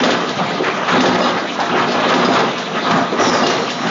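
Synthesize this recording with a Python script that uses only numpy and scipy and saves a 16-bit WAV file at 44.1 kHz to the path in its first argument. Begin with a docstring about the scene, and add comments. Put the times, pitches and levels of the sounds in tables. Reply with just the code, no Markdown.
"""A loud workshop hall, close to a stamping press: the ram thuds into the die, linkages clank, punches and
feeder tick, small parts clink. These are bursts of noise in resonances that strike the modes of the steel.
Gears rattle under load as dense random clicks; late on, an air jet blows off as hiss and a falling whistle.
Shop din and motor whine are filtered noise. The hall smears the press, and a small microphone's fast
limiter holds the peaks down."""
import sys
import numpy as np
from scipy import signal
from scipy.io import wavfile
from scipy.ndimage import uniform_filter1d, minimum_filter1d

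SR = 44100
rng = np.random.default_rng(int(sys.argv[2]) if len(sys.argv) > 2 else 0)


def dump_mix(stems):
    """Bounce the given channels to the path in sys.argv[1] as a 16-bit WAV at rate SR."""
    frames = np.atleast_2d(stems).T  # one column per channel
    limited = np.clip(frames, -1, 1)  # hard clip at full scale
    pcm = np.round(limited * 32767).astype(np.int16)
    wavfile.write(sys.argv[1], SR, pcm)


def invert_db(x):
    """Field ratio 10**(x/20) for x, a level in decibels (scalar or array-like)."""
    u = np.asarray(x, float) / 20
    return 10 ** u


N = 171990

# Modes of frame and die. Each row: pitch in Hz, relative level in dB, ring time to -60 dB in s.
STEEL_MODES = [(245.5, -4, 0.18), (372.1, -12.5, 0.21), (606, -8, 0.1), (699, -10.5, 0.065),
               (811, -31, 0.066), (1190, -18.5, 0.055), (1261, -13.5, 0.098), (1717, -11.5, 0.054),
               (1936, -23, 0.15), (2850, -15.5, 0.021), (3560, -14.5, 0.057), (4990, -23, 0.17),
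               (6045, -27, 0.13)]


def rms_one(x):
    """Scale to rms 1."""
    return x / np.sqrt(np.mean(x ** 2) + 1e-20)


def in_time(rows):
    """Columns of a table as curves over all samples, level before the first row and after the last."""
    s, *columns = np.transpose(rows)
    return [np.interp(np.arange(N) / SR, s, c) for c in columns]


def drift(corner_hz):
    """Slow random wander of rms 1: noise through two equal poles, run at a 40th of the sample rate."""
    r = np.exp(-2 * np.pi * corner_hz * 40 / SR)
    noise = rng.standard_normal(N // 40 + 2002)
    slow = signal.lfilter([1], [1, -2 * r, r * r], noise)[2000:]  # settled part only
    return np.interp(np.arange(N) / 40, np.arange(len(slow)), rms_one(slow))


def lowpass(x, order, hz):
    """Butterworth low-pass."""
    return signal.sosfilt(signal.butter(order, hz, fs=SR, output="sos"), x)


def bandpass(x, low_hz, high_hz):
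    """Butterworth band-pass."""
    return signal.sosfilt(signal.butter(2, [low_hz, high_hz], "band", fs=SR, output="sos"), x)


def resonance(x, hz, width_hz):
    """Two-pole peak of gain 1."""
    r = np.exp(-np.pi * width_hz / SR)
    return signal.lfilter([(1 - r * r) / 2, 0, (r * r - 1) / 2],
                          [1, -2 * r * np.cos(2 * np.pi * hz / SR), r * r], x)


def ring(clicks, hz, t60):
    """A unit click sets a dying sine of starting height 1 ringing."""
    r, w = invert_db(-60 / (t60 * SR)), 2 * np.pi * hz / SR
    return signal.lfilter([0, np.sin(w)], [1, -2 * r * np.cos(w), r * r], clicks + 1e-18)


def coloured(sources, spectrum, patchy_db):
    """Third-octave bands of two sources in turn, each with its level and flicker; rms 1 in all."""
    out = 0
    edges = 40 * 2 ** np.arange(0, 7.8, 1 / 3)
    hz, db = np.transpose(spectrum)
    for k, (low, high) in enumerate(zip(edges, edges[1:])):
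        band = bandpass(sources[k % 2], low, high)
        band_db = np.interp(np.log(low * high) / 2, np.log(hz), db)
        out = out + band * invert_db(band_db + patchy_db * drift(10))
    return rms_one(out)


def blows(rows, t60, attack_s, width, boost_db, reach_oct):
    """Each blow is a dying chatter of contacts in a resonance and strikes the steel modes near its pitch."""
    steel_db, uneven_db = 1.5, 0.81
    out, t = np.zeros(N + SR), np.arange(SR // 2) / SR
    strikes = np.zeros((len(STEEL_MODES), N + SR))
    shape = (1 - np.exp(-t / attack_s)) * invert_db(-60 * t / t60)
    for s, db, hz in rows:
        chatter = rng.standard_normal(len(t)) * invert_db(2.2 * rng.standard_normal(len(t)))
        burst = shape * resonance(resonance(chatter, hz, width * hz), hz, width * hz)
        same_energy = np.sqrt(np.sum(shape ** 2) / np.sum(burst ** 2))
        i = int(s * SR)
        out[i:i + len(t)] += invert_db(db + boost_db) * burst * same_energy
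        far = np.log2(np.array(STEEL_MODES)[:, 0] / hz) / reach_oct
        mode_db = db + steel_db + rng.normal(0, uneven_db, len(STEEL_MODES))
        strikes[:, i] += invert_db(mode_db) * np.exp(-far ** 2 / 2)
    steel = sum(invert_db(db) * ring(hit[:N], hz, rings_s)
                for hit, (hz, db, rings_s) in zip(strikes, STEEL_MODES))
    return out[:N] + steel


def shop_din():
    """Distant machines blur into noise whose bands flicker."""
    # Each row: frequency in Hz, relative density in dB per Hz.
    din_spectrum = [(50, -30.5), (200, 5), (300, -0.5), (700, -6.5), (1300, -7.5), (2450, -10.5),
                    (3600, -10), (4600, -19), (7500, -30)]
    return invert_db(-24) * coloured(rng.standard_normal((2, N)), din_spectrum, patchy_db=4.0)


def motor_whine():
    """Motors nearby whine steadily: noise in narrow resonances."""
    # Each row: pitch in Hz, level in dB.
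    whine_tones = [(700, -33.5), (1267, -47)]
    return sum(invert_db(db) * rms_one(resonance(rng.standard_normal(N), hz, width_hz=12))
               for hz, db in whine_tones)


def jingle():
    """Loose scrap and strip edges jingle at random, at pitches spread over the treble; rms 1."""
    per_s, ring_cycles = 580, 100
    strength = invert_db(3.0 * np.minimum(rng.exponential(1, N), 2.5))
    born = strength * (rng.random(N) < per_s / SR)
    pitches_hz = np.geomspace(1500, 6800, 24)
    dealt = rng.integers(0, 24, N)  # which pitch each click sets ringing
    return rms_one(sum(ring(born * (dealt == k), hz, ring_cycles / hz) / np.sqrt(hz)
                       for k, hz in enumerate(pitches_hz)))


def drive():
    """Gear teeth rattle as dense, clumped contacts under load and keep the lower steel modes humming."""
    # Load on the drive. Each row: time in seconds, level of rattle, hum and jingle in dB.
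    load_curve = [(0, -9), (.17, -21.5), (.28, -24.5), (.85, -25.5), (.92, -12), (1.3, -18), (1.5, -31.5),
                  (1.75, -19), (2.05, -18), (2.42, -14.5), (2.52, -33), (2.72, -30), (2.9, -16),
                  (3.04, -21), (3.1, -39), (3.21, -13), (3.52, -18.5), (3.75, -34), (3.9, -16)]
    # Each row: frequency in Hz, relative density in dB per Hz.
    rattle_spectrum = [(50, -45), (110, -10), (240, -12), (300, -5.5), (700, -6), (1300, -7.5), (2450, -23),
                       (3640, -20), (5900, -49.5), (7500, -35.5)]
    contacts_per_s, spread_db = 2500, 2
    clump_db, clump_corner_hz = 2.5, 25
    hum_db, hum_top_hz, jingle_db = -4.5, 2400, -14.5
    load_db, = in_time(load_curve)
    strength = invert_db(spread_db * rng.exponential(1, (2, N)))
    sign = rng.choice([-1, 1], (2, N))
    contacts = strength * sign * (rng.random((2, N)) < contacts_per_s / SR)
    contacts = contacts * invert_db(clump_db * drift(clump_corner_hz))
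    hum = sum(invert_db(db) * rms_one(ring(contacts[0], hz, t60))
              for hz, db, t60 in STEEL_MODES if hz < hum_top_hz)
    rattle = coloured(contacts, rattle_spectrum, patchy_db=3.0)
    return invert_db(load_db) * (rattle + invert_db(hum_db) * hum + invert_db(jingle_db) * jingle())


def thuds():
    """Ram and frame thud: low, slow to rise, long to die."""
    # Each row: start in seconds, level in dB before the boost, pitch in Hz.
    thud_rows = [(0.009, -7, 213), (0.355, -6.5, 154), (0.595, -6, 362), (0.981, -1, 246),
                 (1.029, -4.5, 234), (1.727, -7, 365), (1.917, -21, 213), (2.061, -8.5, 377),
                 (2.14, -8.5, 236), (2.248, -4, 200), (2.857, -8, 352), (2.901, 1.5, 161), (2.937, 0, 192),
                 (3.02, -14.5, 232), (3.19, -5, 355), (3.27, -2, 246), (3.42, -7.5, 249), (3.853, -4, 193)]
    return blows(thud_rows, t60=0.26, attack_s=0.0078, width=0.68, boost_db=-8.5, reach_oct=0.26)


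def clanks():
    """Linkage and die clank in a broad middle resonance."""
    # Each row: start in seconds, level in dB before the boost, pitch in Hz.
    clank_rows = [(0.031, -4.5, 414), (0.089, -13, 538), (0.392, -6.5, 526), (0.636, -6, 1500),
                  (0.66, -4, 1150), (0.774, -10, 680), (0.879, -3, 1300), (0.942, -2, 441),
                  (1.059, -3, 454), (1.149, -9.5, 527), (1.21, -5.5, 611), (1.365, -6.5, 1160),
                  (1.59, -3.5, 780), (1.778, -3.5, 1210), (1.998, -8.5, 730), (2.029, -6, 1140),
                  (2.285, -3, 404), (2.349, -6.5, 1260), (2.744, -10.5, 440), (2.768, -7, 1250),
                  (2.856, -11.5, 1170), (2.909, 5.5, 963), (3.118, -3, 440), (3.191, -13, 430),
                  (3.423, -4.5, 607), (3.467, -6, 440), (3.499, -6.5, 1210), (3.855, -11, 764)]
    return blows(clank_rows, t60=0.17, attack_s=0.0059, width=1.03, boost_db=-9.0, reach_oct=0.31)


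def ticks():
    """Punches and feeder tick: sharp and bright, striking steel modes far around their pitch."""
    # Each row: start in seconds, level in dB before the boost, pitch in Hz.
    tick_rows = [(0.0358, -2, 2770), (0.1044, -2.5, 2640), (0.2907, -10.5, 2900), (0.9308, -26, 3440),
                 (1.006, -2, 3030), (1.058, -6.5, 3360), (1.218, -7.5, 3200), (1.5994, -11.5, 2950),
                 (1.9174, -15, 3500), (2.0894, -10.5, 3280), (2.1385, -2.5, 2850), (2.2488, -7, 2800),
                 (2.3351, -10.5, 3730), (2.3894, -9, 3020), (2.5794, -12.5, 3350), (2.9094, -6, 2820),
                 (3.465, -3.5, 2910), (3.5004, -10, 2700), (3.7025, -10, 3100), (3.8694, -12, 2630)]
    return blows(tick_rows, t60=0.17, attack_s=0.00089, width=1.21, boost_db=-13.5, reach_oct=0.85)


def clinks():
    """Small parts clink in a narrow resonance and strike only the steel modes close by."""
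    # Each row: start in seconds, level in dB before the boost, pitch in Hz.
    clink_rows = [(.785, -33, 2850), (1.205, -20.5, 4990), (1.222, -16.5, 2850), (1.238, -18.5, 3820),
                  (1.24, -24.5, 4990), (1.59, -12, 811), (2.246, -19, 4990), (2.79, -26.5, 3560),
                  (2.98, -11, 699), (3.432, -22, 4990), (3.434, -18.5, 2850), (3.499, -23.5, 6045)]
    return blows(clink_rows, t60=0.077, attack_s=0.0012, width=0.032, boost_db=0.5, reach_oct=.08)


def jet():
    """Bright hiss with a band that stays and a whistling band that falls as the pressure drops."""
    # Each row: time in seconds, level in dB, whistle pitch in Hz.
    jet_curve = [(3.185, -50.5, 5950), (3.205, -29.5, 5826), (3.262, -28, 5690), (3.285, -25, 5234),
                 (3.36, -30, 4920), (3.43, -37, 4425), (3.75, -39, 3965)]
    whistle_width_hz, hiss_db = 300, -1.5
    nozzle_hz, nozzle_width_hz, nozzle_db = 5550, 720, -6
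    db, hz = in_time(jet_curve)
    # slow noise on a gliding carrier makes a noise band around it
    low = lowpass(rng.standard_normal((2, N)), 2, whistle_width_hz / 2)
    turn = 2 * np.pi * np.cumsum(hz) / SR
    whistle = rms_one(low[0] * np.cos(turn) + low[1] * np.sin(turn))
    hiss = bandpass(rng.standard_normal(N), 4200, 7000)
    nozzle = resonance(resonance(hiss, nozzle_hz, nozzle_width_hz), nozzle_hz, nozzle_width_hz)
    return invert_db(db) * (whistle + invert_db(hiss_db) * rms_one(hiss) + invert_db(nozzle_db) * rms_one(nozzle))


def hall(x):
    """Dense diffuse echoes as dying noise of energy 1; the treble dies sooner."""
    t60_s, treble_t60_s, wall_cut_hz = 0.75, 0.42, 1800
    t, noise = np.arange(SR) / SR, rng.standard_normal(SR)
    low = lowpass(noise, 1, wall_cut_hz)
    answer = low * invert_db(-60 * t / t60_s) + (noise - low) * invert_db(-60 * t / treble_t60_s)
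    answer = answer * (1 - np.exp(-t / 0.01))  # echoes build up
    return signal.fftconvolve(x, answer / np.sqrt(np.sum(answer ** 2)))[:N]


def scene():
    """Press and jet, direct and through the hall, over the shop din and motors."""
    press = thuds() + clanks() + ticks() + clinks() + drive() + jet()
    around = shop_din() + motor_whine()
    return (press + invert_db(-7) * hall(press) + around)[None]


def limiter(x):
    """Gain drops just ahead of each peak over the threshold, then recovers at a steady rate in dB."""
    threshold_db, release_db_per_s = -4.5, 157
    fall = release_db_per_s * np.arange(N) / SR
    over = np.maximum(20 * np.log10(np.abs(x) + 1e-9) - threshold_db, 0)
    held = np.maximum.accumulate(over + fall) - fall
    held = -minimum_filter1d(-held, size=41)  # largest cut within 20 samples either way
    return x * invert_db(-uniform_filter1d(held, size=41))


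def band_limit(x):
    """A steep low-pass at the top of the band."""
    return signal.sosfilt(signal.butter(12, 7900, fs=SR, output="sos"), x)


def record(dry):
    """Small microphone with weak bass, fast limiter, then a steep treble limit."""
    x = signal.sosfilt(signal.butter(3, 141, "high", fs=SR, output="sos"), dry[0])
    x = limiter(x)
    x = signal.sosfilt(signal.cheby2(18, 55, 7617, fs=SR, output="sos"), x)  # 55 dB down from 7617 Hz
    return band_limit(x[None])


dry = scene()
out = record(dry)
dump_mix(out)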